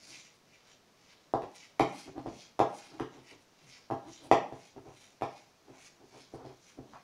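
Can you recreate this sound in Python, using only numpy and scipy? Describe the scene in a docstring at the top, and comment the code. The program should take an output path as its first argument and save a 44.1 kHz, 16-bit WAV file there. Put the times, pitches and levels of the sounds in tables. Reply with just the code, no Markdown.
"""A spoon hisses through a stiff, sugary mixture in a plastic bowl: crystals are crushed in uneven strokes.
The spoon knocks on the wall of the bowl, which swings, clicks, rings and thuds into the table;
the pushed bowl shifts on the tablecloth with low, juddering stick-slip rubs.
A small room answers with close echoes, over a quiet steady hiss of filtered noise."""
import sys
import numpy as np
from scipy import signal
from scipy.fft import rfft, irfft, next_fast_len
from scipy.io import wavfile
from scipy.ndimage import map_coordinates

SR = 44100
rng = np.random.default_rng(int(sys.argv[2]) if len(sys.argv) > 2 else 0)


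def output_pcm(signal):
    """Save a mono or channel-first signal as 16-bit PCM at the path in sys.argv[1].

    Samples are clipped to [-1, 1] before scaling.
    """
    pcm = np.clip(np.atleast_2d(signal).T, -1, 1) * 32767
    wavfile.write(sys.argv[1], SR, np.round(pcm).astype(np.int16))


N = 310023
TIME = np.arange(N) / SR


def stirring(shape=1.4, dulling_db=1.5, idle_db=-84):
    """Each stroke swells and fades, starting bright and ending dull; returns level and brightness in dB."""
    # spoon strokes through the mixture, the short bright ones being crunches; levels before the sugar's trim:
    # (hardest_push_s, level_db, rise_s, fall_s, extra_brightness_db before each band takes its share)
    strokes = [(.155, -50.5, 0.12, 0.094, 0), (.345, -66.5, .015, .035, 11), (.55, -65.5, .07, .07, -7),
               (.725, -58, .06, 0.028, -3), (1.12, -62.5, .12, 0.097, -4), (1.559, -54.5, .015, .03, 12),
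               (1.625, -56.5, .08, .06, 0), (1.989, -50, 0.078, 0.08, 1), (2.3, -70, .01, .03, 18),
               (2.421, -55.5, 0.12, 0.057, -1), (2.807, -52, 0.073, 0.12, 3.5), (3.16, -60.5, .04, .06, -8),
               (3.3, -53.5, .05, 0.045, -3), (3.41, -67.5, 0.02, 0.025, 13), (3.745, -56, 0.11, .08, -3.5),
               (4.145, -54.5, 0.069, .08, 1.5), (4.249, -58, .02, 0.032, 10),
               (4.66, -59.5, 0.099, .05, 4.5), (5.025, -60, .11, .09, 5), (5.385, -60, .09, .08, 0.5),
               (5.865, -56, .105, .045, 1.5), (6.205, -58.5, .09, .08, 0.5), (6.349, -65, .012, .025, 6),
               (6.47, -64, .03, .11, -1), (6.69, -57.5, 0.055, 0.049, 2), (6.93, -64.5, 0.051, 0.11, -3)]
    # the spoon never quite stops between strokes
    power = from_db(idle_db) ** 2
    weighted_brightness = 0
    for s, db, rise_s, fall_s, bright_db in strokes:
        progress = (TIME - s) / np.where(TIME < s, rise_s, fall_s)
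        # shape 1 is a pointed swell, 2 a round one
        swell = np.exp(-np.minimum(np.abs(progress), 10) ** shape)
        push = (from_db(db) * swell) ** 2
        power = power + push
        # brightness is lost with each rise or fall time, as a lump gathers before the spoon
        weighted_brightness = weighted_brightness + push * (bright_db - dulling_db * progress)
    return 10 * np.log10(power), weighted_brightness / power


def sugar(per_s=3000, spread_db=2.0, level_db=-2.5, clump_db=1.0, clumps_per_s=70,
          patchy_db=3.0, patches_per_s=22, thinning=-.2):
    """Crystals are crushed and dragged along the wall in clumps: faster strokes break more of them."""
    # crushed sugar before the bowl colours it: (pitch_hz, relative_level_db per Hz)
    sugar_spectrum = [(300, -16.5), (900, -6.5), (1750, -4), (2200, 2), (2700, 1.5), (3050, -1),
                      (4000, -1.5), (6100, -0.5), (7000, -4), (7900, -15), (9200, -10.5), (11500, -20),
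                      (12500, -30.5), (16000, -33.5)]
    stroke_db, bright_db = stirring()
    force = from_db(stroke_db + clump_db * wander(clumps_per_s, N))
    rate = per_s * np.sqrt(force / force.max())
    # dividing by the root of the rate leaves the loudness to the force
    crushed = coloured(grains(rate, spread_db, N) / np.sqrt(rate), sugar_spectrum)
    size = next_fast_len(N)
    hiss = rfft(in_bowl(crushed), size)
    freqs, out = np.fft.rfftfreq(size, 1 / SR), 0
    # a thin smear sounds brighter and less hollow than a thick lump; every clump has its own colour
    edges_hz = [0, 1800, 3000, 4200, 5600, 7600, SR]
    brightness_shares = [0, thinning, -.1, 0, .2, .9]
    for low, high, share in zip(edges_hz, edges_hz[1:], brightness_shares):
        band = irfft(hiss * ((freqs >= low) & (freqs < high)), size)[:N]
        out = out + band * from_db(share * bright_db + patchy_db * wander(patches_per_s, N))
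    return from_db(level_db) * force * out


def grains(per_s, spread_db, size):
    """Crystals break as random clicks of either sign and uneven size."""
    born = rng.random(size) < per_s / SR
    signs = rng.choice([-1, 1], size)
    return born * signs * from_db(spread_db * np.minimum(rng.exponential(1, size), 4))


def in_bowl(x, travel=0.048, moves_per_s=3, strength=0.25):
    """Sounds made inside the bowl bounce between its walls; the paths change as the spoon travels."""
    # reflections between the walls, before travel and strength scale them: (delay_s, gain)
    reflections = [(.00052, 0.3), (.00113, -0.64), (.00187, 0.48), (.0029, 1), (.0043, -0.56),
                   (.0061, 0.39)]
    t = TIME[:len(x)]
    path = 1 + travel * wander(moves_per_s, len(x))
    bounces = sum(gain * map_coordinates(x, [(t - delay * path) * SR], order=3) for delay, gain in reflections)
    return rms_one(x + strength * bounces)


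def knocks(damping=0.84, click_s=0.0032, softness=2.016, rise_s=0.00037):
    """The soft plastic wall swings out and back just once, bare spoon contact clicks, the table is struck."""
    # knocks of spoon and bowl, clicks before the mix trim:
    # (start_s, swing_peak_db, pitch_hz, click_db relative to the knock)
    knock_list = [(1.3376, -13.5, 603, -23.5), (1.4197, -33, 700, -8.5), (1.7946, -29, 920, 6.5),
                  (1.7979, -10, 650, -15), (1.8035, -23.5, 311, -45), (2.1798, -33.5, 630, -12.5),
                  (2.2602, -27.5, 547, -27), (2.266, -36, 650, -9.5), (2.5919, -16.5, 710, -9),
                  (2.6014, -8.5, 599, -28), (2.992, -43, 700, -10), (2.9978, -26, 824, -9),
                  (3.0035, -29, 384, -34), (3.9017, -25.5, 680, -29), (3.9104, -21, 652, -18),
                  (3.9187, -34.5, 356, -29), (3.9302, -29, 600, -37), (4.3138, -4, 614, -14),
                  (4.5236, -31.5, 555, -17.5), (4.763, -42, 560, -22.5), (4.871, -44, 600, -12),
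                  (5.211, -35.5, 603, -7), (5.2208, -18, 630, -14.5), (6.3372, -37.5, 440, -33),
                  (6.451, -38, 520, -14), (6.787, -38.5, 476, -35), (6.9354, -38.5, 940, -39)]
    # the spoon's hard click: (pitch_hz, relative_level_db per Hz)
    click_spectrum = [(500, -18.5), (1400, 5), (2000, 7), (2700, 2), (3700, -5), (4800, -10.5), (6000, -9),
                      (8000, -20), (11000, -17.5), (13000, -29), (16000, -49)]
    (swings, clicks, force), t = np.zeros((3, N)), TIME[:SR // 20]
    for s, db, hz, click_db in knock_list:
        swing = resonate(resonate(t == 0, hz, damping * hz), hz, damping * hz)
        # the mixture cushions the blow
        cushion = signal.butter(4, softness * hz, fs=SR, output="sos")
        swing = signal.sosfilt(cushion, swing)
        click_envelope = (np.exp(-t / click_s) - np.exp(-t / rise_s)) / 2
        click = coloured(rng.standard_normal(len(t)), click_spectrum) * click_envelope
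        add(swings, s, from_db(db) * swing / np.abs(swing).max())
        add(clicks, s, from_db(db + click_db) * click)
        add(force, s, from_db(thud_db_of(db, hz)) * (t == 0))
    return swings, clicks, force


def thud_db_of(db, hz):
    """Harder and deeper knocks drive the table more: -36.5 dB of force for a -18 dB knock at 600 Hz."""
    follows, db_per_octave = .55, -11.5
    return -36.5 + follows * (db + 18) + db_per_octave * np.log2(hz / 600)


def boom(swing):
    """The loaded base of the bowl answers each knock with a short, hollow boom."""
    return from_db(10.5) * resonate(swing, hz=334.0, width_hz=25)


def ring(drive, modes):
    """Every contact sets the same modes ringing, neighbours in opposite directions."""
    t, response = TIME[:SR], 0
    for k, (hz, db, t60) in enumerate(modes):
        response = response + (-1) ** k * from_db(db - 60 * t / t60) * np.sin(2 * np.pi * hz * t)
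    return signal.fftconvolve(drive, response)[:N]


def bowl_ring(swing, rub):
    """Knocks, and more weakly rubs, excite the lasting resonances of the bowl."""
    # bowl resonances, levels relative to one another: (pitch_hz, level_db, t60_s)
    bowl_modes = [(338, -7, 0.13), (336, -24.5, 0.45), (439, -14.5, 0.21), (473, -30, 0.46),
                  (595, -44, 0.28), (662, -34.5, 0.37), (798, -20, 0.32), (820, -34, 0.53),
                  (1037, -21, 0.11), (1060, -26.5, 0.094), (1370, -26.5, 0.33), (1812, -26, 0.33)]
    return from_db(-29.0) * ring(swing + from_db(-12.5) * rub, bowl_modes)


def rubs(jitter=0.23, damping=0.39, grit_hz=680, grit_width_hz=520, level_db=-4.5, drag_db=-35, glide=0.11):
    """The base sticks and slips unevenly, swelling with the push; returns sound and force on the table."""
    # the bowl shifting on the cloth, levels before level_db or drag_db, length from middle to 1/e^2,
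    # pitch before jitter and glide: (middle_s, level_db, length_s, pitch_hz)
    rub_list = [(.11, -62.5, .08, 330), (1.434, -38.5, 0.021, 371.4), (2.086, -43.5, 0.027, 317.4),
                (2.18, -38.5, 0.036, 322.2), (2.275, -36, .028, 306), (2.33, -49, 0.057, 220.7),
                (2.944, -51.5, .068, 309.6), (3.176, -53.5, 0.076, 354), (3.335, -54, 0.044, 351),
                (3.662, -61.5, 0.052, 147), (4.081, -47.5, 0.048, 330), (4.254, -49, 0.055, 353.7),
                (4.781, -45, 0.022, 385), (4.891, -51, 0.073, 368.3), (5.697, -50, 0.028, 359.4),
                (5.76, -61, .062, 645), (6.029, -55, 0.038, 330), (6.168, -53.5, 0.0693, 400),
                (6.353, -46, 0.03, 411.6), (6.409, -50, 0.073, 450), (6.457, -47, 0.03, 380.7),
                (6.504, -53, 0.0436, 397), (6.792, -48.5, 0.0234, 322.5), (6.876, -57, 0.082, 250),
                (6.96, -57, .04, 1168)]
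    out, force, t = np.zeros(N), np.zeros(N), TIME[:SR // 4]
    middle = t[-1] / 2
    for s, db, length, hz in rub_list:
        slip_times = np.cumsum(np.exp(jitter * rng.standard_normal(size=400)) / hz)
        slip_sizes = rng.uniform(0.093, 1, size=400)
        slips = np.bincount((slip_times * SR).astype(int), slip_sizes, len(t))[:len(t)]
        judder = rms_one(resonate(resonate(slips, hz, damping * hz), hz, 2 * hz))
        push = np.exp(-((t - middle) / length) ** 2 * 2)
        # the judder is quickest at the height of the push
        judder = np.interp(np.cumsum(1 + glide * (push - 1)) / SR, t, judder)
        friction = rng.standard_normal(len(t))
        grit = rms_one(resonate(resonate(friction, grit_hz, grit_width_hz), grit_hz, grit_width_hz))
        rub = judder + from_db(grit_db_of(db, hz)) * grit
        add(out, s - middle, from_db(db + level_db) * push * rub)
        add(force, s - middle, from_db(db + drag_db) * push * friction)
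    return out, force


def grit_db_of(db, hz):
    """Light, quick rubs are grittier: -5.5 dB against the judder for a table level of -47 dB at 355 Hz."""
    follows, db_per_octave = -.3, 5
    return -5.5 + follows * (db + 47) + db_per_octave * np.log2(hz / 355)


def table_top(force):
    """Blows and dragging set the table top ringing in its low resonances."""
    # resonances of the table top: (pitch_hz, level_db, t60_s)
    table_modes = [(50.3, -11.5, 0.16), (87, -16, 0.18), (103, -10.5, 0.19), (130.4, -4, 0.26),
                   (156, -8, 0.1), (265, -4, 0.22)]
    return ring(force, table_modes)


def room(x, wet_db=3.0, gap_s=0.0055, early_db=4, early_s=.02):
    """Close walls give dense early echoes, then a tail that dies sooner in the treble."""
    # colour of the echo before wet_db and the early boost: (pitch_hz, level_db per Hz)
    echo_spectrum = [(60, -17), (150, 5.5), (300, 2.5), (520, -6), (780, -0.5), (1100, -4.5), (1450, -1),
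                     (2200, 2.5), (5000, 5), (15000, -6)]
    # decay of the room's tail: (pitch_hz, t60_s)
    room_t60 = [(100, 0.87), (400, 0.28), (900, 0.41), (2500, 0.39), (6000, 0.32), (14000, 0.11)]
    t = TIME[:SR * 3 // 4]
    freqs, edges_hz = np.fft.rfftfreq(len(t), 1 / SR), np.geomspace(40, 16000, num=19)
    white, response = rfft(rng.standard_normal(len(t))), 0
    early_boost = 1 + (from_db(early_db) - 1) * np.exp(-t / early_s)
    onset = np.clip((t - gap_s) / 0.0025, 0, 1) * early_boost
    for low, high in zip(edges_hz, edges_hz[1:]):
        hz = np.sqrt(low * high)
        band = irfft(white * ((freqs >= low) & (freqs < high)), len(t))
        band = band * onset * from_db(-60 * t / at_hz(room_t60, hz))
        # a wider band carries more energy
        width_gain = np.sqrt(2 * (high - low) / SR / len(t))
        response = response + rms_one(band) * width_gain * from_db(at_hz(echo_spectrum, hz))
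    return from_db(wet_db) * signal.fftconvolve(x, response)[:N]


def background(level_db=-65.5):
    """A quiet steady hiss: noise filtered to a fixed spectrum."""
    # background hiss: (pitch_hz, relative_level_db per Hz)
    air_spectrum = [(20, -11.5), (50, -17), (100, -6.5), (170, -4.5), (300, -6.5), (700, -8.5), (1500, -15),
                    (3000, -18.5), (6000, -18), (8000, -28), (12000, -32), (16000, -34.5)]
    return from_db(level_db) * coloured(rng.standard_normal(N), air_spectrum)


def from_db(db):
    """Decibels to gain."""
    return 10 ** (np.asarray(db) / 20)


def rms_one(x):
    """Scale to unit rms."""
    return x / np.sqrt(np.mean(x ** 2) + 1e-20)


def at_hz(points, hz):
    """Read a table on a log-frequency axis."""
    freqs, values = np.transpose(points)
    return np.interp(np.log(np.maximum(hz, 1)), np.log(freqs), values)


def coloured(x, spectrum):
    """Give a noise a spectrum; rms 1."""
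    gain = from_db(at_hz(spectrum, np.fft.rfftfreq(len(x), 1 / SR)))
    return rms_one(irfft(rfft(x) * gain, len(x)))


def resonate(x, hz, width_hz):
    """One two-pole resonance with gain of about 1 on top."""
    r = np.exp(-np.pi * width_hz / SR)
    feed = np.array([1, 0, -1]) * (1 - r * r) / 2
    feedback = [1, -2 * r * np.cos(2 * np.pi * hz / SR), r * r]
    return signal.lfilter(feed, feedback, x + 1e-18)


def wander(per_s, size):
    """A slow random curve with a spread of about 1: straight lines between random points."""
    return np.interp(TIME[:size] * per_s, np.arange(4000), rng.standard_normal(size=4000))


def add(track, s, sound):
    """Mix a sound into the track at a time; one due before zero starts at zero."""
    start = max(round(s * SR), 0)
    track[start:start + len(sound)] += sound[:max(N - start, 0)]


def scene():
    """Mixture, bowl and table sound in the room over a quiet steady hiss."""
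    hiss = sugar()
    swing, click, blow = knocks()
    rub, drag = rubs()
    bowl = boom(swing) + bowl_ring(swing, rub)
    table = table_top(blow + drag)
    echoes = room(swing + click + from_db(-10.5) * rub + from_db(-11) * hiss)
    # the clicks sound directly, a little stronger than what the room receives, and again by way of the room
    direct = swing + from_db(1) * click + rub + hiss
    return (direct + bowl + table + echoes + background())[None]


def record(dry):
    """The top is cut steeply above 15650 Hz."""
    low_pass = signal.ellip(10, .1, 80, 15650, fs=SR, output="sos")
    return signal.sosfilt(low_pass, dry)


dry = scene()
out = record(dry)
output_pcm(out)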